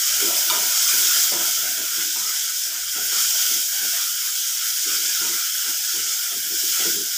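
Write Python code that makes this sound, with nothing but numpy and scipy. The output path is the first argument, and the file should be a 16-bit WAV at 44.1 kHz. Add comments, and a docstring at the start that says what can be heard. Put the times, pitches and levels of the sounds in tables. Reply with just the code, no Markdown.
"""Chopped onion and spices sizzle in hot oil at the bottom of a deep steel pot, heard by one phone microphone.
The sizzle is noise and dense bubble bursts, coloured by the moving air modes of the pot. A wooden spoon
drags along the steel and knocks it: grains and short pushes ring the modes of stove top, pot base and pot wall.
Tiled kitchen walls answer the knocks. A low hum, noise around a wavering sine, comes and goes over faint rumble."""
import sys
import numpy as np
from scipy import signal
from scipy.fft import rfft, irfft, next_fast_len
from scipy.io import wavfile
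from scipy.ndimage import uniform_filter1d, map_coordinates

SR = 44100
rng = np.random.default_rng(int(sys.argv[2]) if len(sys.argv) > 2 else 0)


def bounce(signal):
    """Save signal as a 16-bit WAV file at the path given by the first command-line argument."""
    frames = np.transpose(np.atleast_2d(signal))
    limited = np.clip(frames, -1, 1)
    pcm = np.round(limited * 32767).astype(np.int16)
    wavfile.write(sys.argv[1], SR, pcm)


def boost(x):
    """Linear amplitude factor 10**(x/20) for a level x in decibels (scalar or array-like)."""
    u = np.asarray(x, float) / 20
    return 10 ** u


N = 316197

# Course of the sizzle; shade rises when spoon and food block the direct beam from the oil, so other regions stand out.
# Each row: time in seconds, fizz level in dB, shade in dB (its average is taken out later).
SIZZLE = [(0.0, -21.5, -5), (0.28, -22.5, -1.5), (0.3, -23.5, -1), (0.72, -23, -2), (0.78, -20, -5.5),
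          (1.0, -20.5, -0.5), (1.06, -19, -5), (1.18, -20.5, -2.5), (1.22, -20.5, -4), (1.38, -24.5, -2),
          (1.46, -22.5, -3), (1.84, -28, -1.5), (1.98, -25, -4), (2.46, -25.5, -4), (2.87, -28, -3.5),
          (3.11, -24.5, -3), (3.13, -22.5, -4), (3.53, -22, -3), (3.67, -26, -1.5), (3.97, -24, -2.5),
          (4.13, -26.5, -2.5), (4.79, -25.5, -3.5), (4.83, -24.5, -4.5), (5.33, -24, -3.5),
          (5.49, -26.5, -2), (6.13, -24.5, -5), (6.29, -27.5, -2), (6.51, -28.5, -1), (6.55, -25, -3.5),
          (6.85, -23, -2), (7.07, -28, -3.5), (7.17, -25.5, -5)]
# Steady colour of the sizzle through pot and microphone. Each row: frequency in Hz, relative density in dB per Hz.
FIZZ = [(88, -67), (150, -35), (339, -40), (388, -50), (428, -27.5), (722, -22.5), (1130, -23.5),
        (1400, -9), (1760, -15.5), (3040, -12.5), (4390, -7), (5330, 2), (6730, 0.5), (9180, -5),
        (15500, -12.5)]
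# Air modes of the pot, from the lowest upward. Each row: centre in Hz, width in Hz, lift over the fizz in dB.
AIR_MODES = [(1487, 296, 6.5), (2246, 450, 5.5), (3091, 456, 8), (3474, 580, 4.5), (4900, 470, 2),
             (6870, 580, 1.5), (9250, 390, -5.5), (12120, 730, 4), (13470, 1100, 5.5), (14850, 1020, 12),
             (15700, 400, 10.5)]
# The blade sweeps through the pot, lowers its lowest air mode and changes its strength.
# Each row: middle in seconds, length in seconds, drop in Hz, change of mode level in dB.
SWEEPS = [(0.047, 0.27, 175, 1), (0.337, 0.11, 190, -2), (.55, 0.13, 120, 2.5), (0.798, 0.22, 140, 3),
          (1.1, 0.21, 140, -0.5), (1.353, 0.18, 110, 3), (1.57, 0.15, 150, 0), (1.894, 0.21, 130, 4),
          (2.27, 0.12, 220, 5), (2.5, 0.11, 130, 3.5), (2.806, 0.11, 140, 5), (2.98, 0.11, 130, 4.5),
          (3.18, 0.12, 190, 3), (3.467, 0.23, 130, 0), (4.03, 0.24, 120, 1), (4.338, 0.35, 100, -0.5),
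          (4.64, 0.18, 99, 2.5), (4.916, 0.16, 140, 2.5), (5.35, 0.29, 160, 2), (5.7, 0.15, 105, 1),
          (6.082, 0.19, 130, 2), (6.305, 0.11, 146, 3), (6.65, 0.21, 20, -2.5), (6.79, 0.16, 150, 4.5),
          (7.05, 0.084, 40, -1.5)]
OPEN_POT_HZ = 1595  # lowest air mode with no sweep
# How far each region follows the shade, in dB per dB, and the scale of its own unsteadiness in dB
MODE_FOLLOWS, BODY_FOLLOWS, SPIT_FOLLOWS = 0.86, 0.54, 0.97
MODE_WAVERS_DB, BODY_WAVERS_DB, SPIT_WAVERS_DB = 1.2, 0.47, 0.43

# Spoon blows, before the trim of each part.
# Each row: time in seconds, stove top drive in dB, pot base drive in dB, pot wall drive in dB.
KNOCKS = [(0.213, -37, -48, -48), (0.279, -32, -36, -39), (0.5, -34, -51, -23.5), (1.32, -27, -22, -44),
          (1.607, -48, -49, -52), (1.973, -27, -51, -59), (2.16, -55, -67, -44), (2.644, -36, -59, -70),
          (2.961, -39, -45, -52), (3.505, -40, -68, -59), (3.816, -36, -55, -62), (4.87, -34, -64, -58),
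          (5.224, -22, -38, -42.5), (5.962, -36, -63, -58), (6.311, -32, -69, -70), (6.336, -38, -60, -61),
          (6.52, -35, -50, -63), (6.639, -37.5, -59, -59), (6.793, -33, -43, -57), (6.855, -22, -42, -55),
          (6.954, -24, -53, -58)]
# Spoon strokes along the steel.
# Each row: start in seconds, length in seconds, stove top level in dB, pot base level in dB, pot wall level in dB.
STROKES = [(0.092, 0.047, -63, -49, -60), (0.157, .04, -50, -54, -69), (0.209, .07, -34.5, -46, -54),
           (0.278, 0.16, -47, -39, -43), (0.457, .03, -46, -55, -68), (0.499, 0.13, -38.5, -38, -32),
           (0.652, 0.07, -54, -45, -61), (0.926, 0.18, -44.5, -55, -47), (1.148, 0.18, -51, -52, -58),
           (1.31, 0.057, -36.5, -38, -41), (1.392, 0.11, -44, -44, -47), (1.561, 0.043, -47, -56, -64),
           (1.624, 0.073, -52, -46.5, -51), (1.76, 0.089, -48, -45.5, -47), (1.912, 0.027, -49.5, -60, -60),
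           (1.964, 0.12, -44.5, -57, -59), (2.146, 0.15, -46, -50, -48), (2.64, 0.15, -52.5, -53, -76),
           (2.946, 0.12, -46.5, -50, -70), (3.11, 0.15, -51, -67, -58), (3.33, 0.052, -57, -52, -64),
           (3.497, .08, -46.5, -52, -55), (3.726, 0.033, -66, -54, -59), (3.807, 0.053, -46.5, -57, -64),
           (3.92, 0.078, -79, -57, -60), (4.237, 0.097, -62, -59, -57), (4.85, 0.15, -44, -66, -64),
           (5.017, .07, -52.5, -60, -58), (5.199, 0.067, -40, -57, -46), (5.27, 0.1, -47, -67, -62),
           (5.647, 0.065, -48, -58, -59), (5.93, 0.07, -44.5, -66, -62), (6.04, 0.042, -57, -73, -75),
           (6.31, 0.065, -43, -58, -66), (6.43, .05, -50.5, -66, -77), (6.504, .04, -45.5, -57, -74),
           (6.62, 0.029, -44, -65, -62), (6.68, 0.062, -55, -66, -69), (6.788, .04, -41, -55.5, -66),
           (6.843, 0.035, -37, -52, -64), (6.937, .08, -43, -77, -72)]
# Light contact that never stops, one level in dB each for stove top, pot base and pot wall
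REST_DB = (-65, -60, -71.5)
PRESS_S, SAG_DB_PER_S, LIFT_DB_PER_S = 0.019, 56, 250  # how a stroke rises, sags and fades

# Modes of the stove top. Each row: frequency in Hz, drive in dB, undamped t60 in seconds.
STOVE = [(128, -15, 0.18), (162, -6.5, 0.18), (189.6, -7.5, 0.23), (235.5, -6.5, 0.27), (269.6, -2, 0.2),
         (340.5, 5, 0.17), (363, -3, 0.29), (405.5, -0.5, 0.24), (479, -4, 0.11)]
# Modes of the pot base. Each row: frequency in Hz, drive in dB, undamped t60 in seconds.
POT_BASE = [(556, -11, 0.27), (630.5, -3, 0.18), (690.6, -3.5, 0.18), (749, -3.5, 0.17), (766, -7, 0.22)]
# Modes of the pot wall. Each row: frequency in Hz, drive in dB, undamped t60 in seconds.
POT_WALL = [(927.6, -1.5, 0.27), (959, -12.5, 0.48), (998.5, -1, 0.24)]
# Short high clack of the wall. Each row: frequency in Hz, drive in dB, undamped t60 in seconds.
CLACK = [(1230, -3, .11), (1400, 2, .05), (2370, -8, .1), (2900, -6, .1), (3640, 2, .05), (4560, 3, .04)]

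# Tiled kitchen. Each row: frequency in Hz, t60 in seconds.
KITCHEN = [(200, 0.47), (1000, 0.43), (5000, 0.14)]
# Swells of the hum. Each row: start in seconds, length in seconds, level in dB.
HUM = [(0.116, 0.16, -57), (0.84, 0.25, -61), (1.287, 0.042, -69), (1.54, 0.85, -63.5), (2.508, 0.07, -64),
       (2.78, 0.36, -62.5), (3.528, 0.053, -68), (4.86, 0.1, -64), (5.128, 0.12, -60.5), (5.91, 0.11, -63),
       (6.368, 0.043, -68), (6.833, 0.066, -66), (6.98, 0.078, -67)]
HUM_RISE_S, HUM_SAG_DB_PER_S, HUM_FADE_DB_PER_S, HUM_REST_DB = 0.025, 3, 200, -89
# Colour of the room rumble. Each row: frequency in Hz, relative response in dB.
RUMBLE = [(12, -40), (20, -7), (49, -18), (102, -10), (124, -9), (200, -14), (260, -24), (440, -120)]
TOP_HZ = 15520  # band limit of the phone


def unit(x):
    """Scaled to rms 1."""
    return x / np.sqrt(np.mean(x ** 2) + 1e-20)


def along(points, hz):
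    """(Hz, value) points read on a log frequency axis."""
    f, v = np.transpose(points)
    return np.interp(np.log(hz + 1), np.log(f + 1), v)


def curves(rows, t):
    """Each column after the time, read at times t."""
    s, *cols = np.transpose(rows)
    return [np.interp(t, s, c) for c in cols]


def filtered(x, response):
    """x shaped in the spectrum by a response of frequency."""
    m = next_fast_len(N + SR)
    return irfft(rfft(x, m) * response(np.fft.rfftfreq(m, 1 / SR)), m)[:N]


def bell(x, centre, width):
    """A smooth bump over frequency or time, 1 at its centre."""
    return np.exp(-2 * ((x - centre) / width) ** 2)


def wobble(t, rate):
    """A smooth random curve, rate knots a second."""
    return map_coordinates(rng.standard_normal(int(t[-1] * rate) + 4), [t * rate])


def swells(t, start, length, db, rise_s, sag_db_per_s, fade_db_per_s):
    """Summed gain of events that rise, sag while they last and then fade."""
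    age = t[:, None] - start
    sag_db = sag_db_per_s * np.clip(age, 0, length)
    fade_db = fade_db_per_s * np.maximum(age - length, 0)
    rise = np.clip(age / rise_s, 0, 1)
    return np.sum(rise * boost(db - sag_db - fade_db), axis=1)


def ringing(x, modes, damping, wander_db=0):
    """x through two-pole resonators; damping shortens every ring, and a moving contact drives each mode unevenly."""
    total = np.zeros(len(x))
    place = np.linspace(0, 1, len(x))
    for k, (hz, db, t60) in enumerate(modes):
        fade = boost(-60 * damping / (t60 * SR))
        poles = [1, -2 * fade * np.cos(2 * np.pi * hz / SR), fade ** 2]
        reach_db = wander_db * np.interp(place, np.linspace(0, 1, 70), rng.standard_normal(70))
        polarity = (-1) ** k
        total += polarity * signal.lfilter([.5, 0, -.5], poles, x * boost(db + reach_db))
    return total


def background():
    """A low hum, a sine wavering about 80 Hz within narrow noise, swells over faint room rumble."""
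    t = np.arange(0, N / SR + .01, .005)
    start, length, db = np.transpose(HUM)
    gain = swells(t, start, length, db, HUM_RISE_S, HUM_SAG_DB_PER_S, HUM_FADE_DB_PER_S) + boost(HUM_REST_DB)
    narrow_noise = unit(filtered(rng.standard_normal(N), lambda hz: bell(hz, 80, 7)))
    hum_hz = 80 + 1.5 * wobble(np.arange(N) / SR, rate=3)
    tone = np.sin(2 * np.pi * np.cumsum(hum_hz) / SR)
    hum = unit(narrow_noise + 2.2 * tone)
    rumble = unit(filtered(rng.standard_normal(N), lambda hz: boost(along(RUMBLE, hz))))
    return np.interp(np.arange(N) / SR, t, gain) * hum + boost(-67.5) * rumble


def kitchen(x):
    """Tiled walls answer after 300 samples with a noise tail, each frequency dying at its own speed."""
    hz, t, z = signal.stft(rng.standard_normal(SR // 2), SR, nperseg=256)
    decay = boost(-60 * t / along(KITCHEN, hz)[:, None])
    tail = signal.istft(z * decay, SR, nperseg=256)[1]
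    return signal.fftconvolve(np.pad(x, (300, 0)), tail / np.linalg.norm(tail))[:N]


def knocks():
    """Each blow is a short uneven push; every mode family answers at its own strength."""
    t = np.arange(SR // 100) / SR
    pushes = np.zeros((4, N + len(t)))
    for s, stove_db, base_db, wall_db in KNOCKS:
        push = rng.standard_normal((4, len(t))) * boost(-60 * t / 0.00095)
        push[:, 0] = 3  # firm first contact
        push /= np.linalg.norm(push, axis=1)[:, None]
        # a blow on the wall also clacks in the high modes
        drive_db = np.array([stove_db - 21.0, base_db - 13.0, wall_db - 1.0, wall_db + 5])
        pushes[:, round(s * SR):][:, :len(t)] += boost(drive_db)[:, None] * push
    pushes = pushes[:, :N]
    # the wooden blade itself answers short and broad
    thud = ringing(pushes[1], [(542, 14.7, 0.032)], damping=1.1)
    families = (STOVE, POT_BASE, POT_WALL, CLACK)
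    return thud + sum(ringing(push, modes, damping=1.2) for push, modes in zip(pushes, families))


def grains(count, spread_db):
    """Single clicks at random moments, most small, a few large; rms 1."""
    moment, rarity, side = rng.random((count, 3)).T
    size = boost(-spread_db * np.log(1 - rarity)) * np.sign(side - .5)
    return unit(np.bincount((moment * N).astype(int), size, N))


def drag():
    """Wood slides over steel: fine slips shake stove top, pot base and pot wall."""
    start, length, stove_db, base_db, wall_db = np.transpose(STROKES)
    t = np.arange(0, N / SR + .01, .002)
    total = np.zeros(N)
    families = (STOVE, 2.1, stove_db), (POT_BASE, 1.5, base_db), (POT_WALL, 1.05, wall_db)
    for (modes, damping, db), rest_db in zip(families, REST_DB):
        gain = swells(t, start, length, db, PRESS_S, SAG_DB_PER_S, LIFT_DB_PER_S) + boost(rest_db)
        slips = grains(count=8000, spread_db=2.5)
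        shaken = unit(ringing(slips, modes, damping, wander_db=2.2))
        total += np.interp(np.arange(N) / SR, t, gain) * shaken
    return total


def bubbles(count, centre_hz, spread, turns, spread_db):
    """Bursting bubbles: sines of a few turns that swell and die, with the mean colour flattened; rms 1."""
    at, size = rng.random((2, count, 1))
    hz = np.clip(centre_hz * np.exp(spread * rng.standard_normal((count, 1))), 1000, 15000)
    k = np.arange(256)
    age = hz * k / SR / turns
    wave = boost(spread_db * size) * np.sin(2 * np.pi * hz * k / SR) * age * np.exp(-age)
    sound = np.bincount(((at * N).astype(int) + k).ravel(), wave.ravel(), N + len(k))
    m = next_fast_len(len(sound))
    z = rfft(sound, m)
    mean_colour = np.sqrt(np.abs(uniform_filter1d(np.abs(z) ** 2, size=2000)) + 1e-9)
    return unit(irfft(z / mean_colour, m)[:N])


def sizzle():
    """A hiss of countless tiny bubbles with larger bursts on top, coloured by the moving air modes of the pot."""
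    bursts = bubbles(count=11000, centre_hz=4500, spread=.7, turns=5, spread_db=17)
    source = rng.standard_normal(N) + boost(-10.5) * bursts
    hz, t, z = signal.stft(unit(source), SR, nperseg=1024, noverlap=768)
    hz = hz[:, None]
    fizz_db, shade_db = curves(SIZZLE, t)
    shade_db = shade_db - shade_db.mean()

    # the lowest air mode, the body above it and the spitting treble move separately
    mode_hz = OPEN_POT_HZ - sum(drop_hz * bell(t, s, length) for s, length, drop_hz, _ in SWEEPS)
    swept_db = sum(db * bell(t, s, length) for s, length, _, db in SWEEPS)
    mode_db = swept_db + MODE_FOLLOWS * shade_db + MODE_WAVERS_DB * wobble(t, rate=14)
    body_db = BODY_FOLLOWS * shade_db + BODY_WAVERS_DB * wobble(t, rate=9)
    spit_db = SPIT_FOLLOWS * shade_db + SPIT_WAVERS_DB * wobble(t, rate=11)
    spit_region = 1 - bell(np.maximum(hz, 7500), 7100, 3400)
    moving_db = mode_db * bell(hz, mode_hz, 1160) + body_db * bell(hz, 2460, 2100) + spit_db * spit_region

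    steady_db = along(FIZZ, hz) + sum(db * bell(hz, c, w) for c, w, db in AIR_MODES)
    # the band from 4.7 to 8.5 kHz sets the reference level
    in_band = (hz > 4700) * (hz < 8500)
    steady_db -= 10 * np.log10(np.sum(boost(2 * steady_db) * in_band) / len(hz))
    # the colour around the lowest mode slides with it
    bent_hz = np.abs(hz + (1490 - mode_hz) * bell(hz, 1350, 1400))
    colour_db = np.interp(bent_hz, hz[:, 0], steady_db[:, 0])

    # spots of food flare and fade, each over its own stretch of pitch
    patches = uniform_filter1d(rng.standard_normal(z.shape), size=4, axis=0)
    patches = uniform_filter1d(patches, size=10, axis=1)
    # the hiss is patchier below about 1.2 kHz, as noise suppression leaves it
    depth_db = 1.1 + 1.8 * bell(hz, 800, 900) + .7 * bell(hz, 2300, 2400)
    flares = uniform_filter1d(rng.standard_normal(len(t)), size=6)
    flare_db = depth_db * unit(patches) + 0.48 * unit(flares)
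    gain_db = colour_db + moving_db + fizz_db + flare_db
    return signal.istft(z * boost(gain_db), SR, nperseg=1024, noverlap=768)[1][:N]


def suppressed(x):
    """Noise suppression: below 1250 Hz, whatever stays less than 6 dB above its usual level is pushed down."""
    hz, t, z = signal.stft(x, SR, nperseg=2048, noverlap=1536)
    low = hz < 1250
    power = uniform_filter1d(np.abs(z[low]) ** 2, size=3, axis=0)
    power = uniform_filter1d(power, size=5, axis=1)
    level_db = 10 * np.log10(np.abs(power) + 1e-16)
    usual_db = np.median(level_db, axis=1)[:, None]
    under_db = np.minimum(level_db - usual_db - 6.0, 0)
    z[low] *= boost(np.maximum(0.6 * under_db, -12))  # at most 12 dB down
    return signal.istft(z, SR, nperseg=2048, noverlap=1536)[1][:N]


def scene():
    """Sizzle, spoon, kitchen and background in one microphone that feeds both channels."""
    blows = knocks()
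    mono = sizzle() + drag() + blows + boost(-4.5) * kitchen(blows) + background()
    return np.array([mono, mono])


def low_pass(x):
    """Removes everything above the highest recorded frequency."""
    return signal.sosfilt(signal.butter(12, 16860, fs=SR, output="sos"), x)


def record(dry):
    """The phone suppresses steady low noise and keeps nothing above its band limit."""
    kept = filtered(suppressed(dry[0]), lambda hz: hz < TOP_HZ)
    return low_pass(np.array([kept, kept]))


dry = scene()
out = record(dry)
bounce(out)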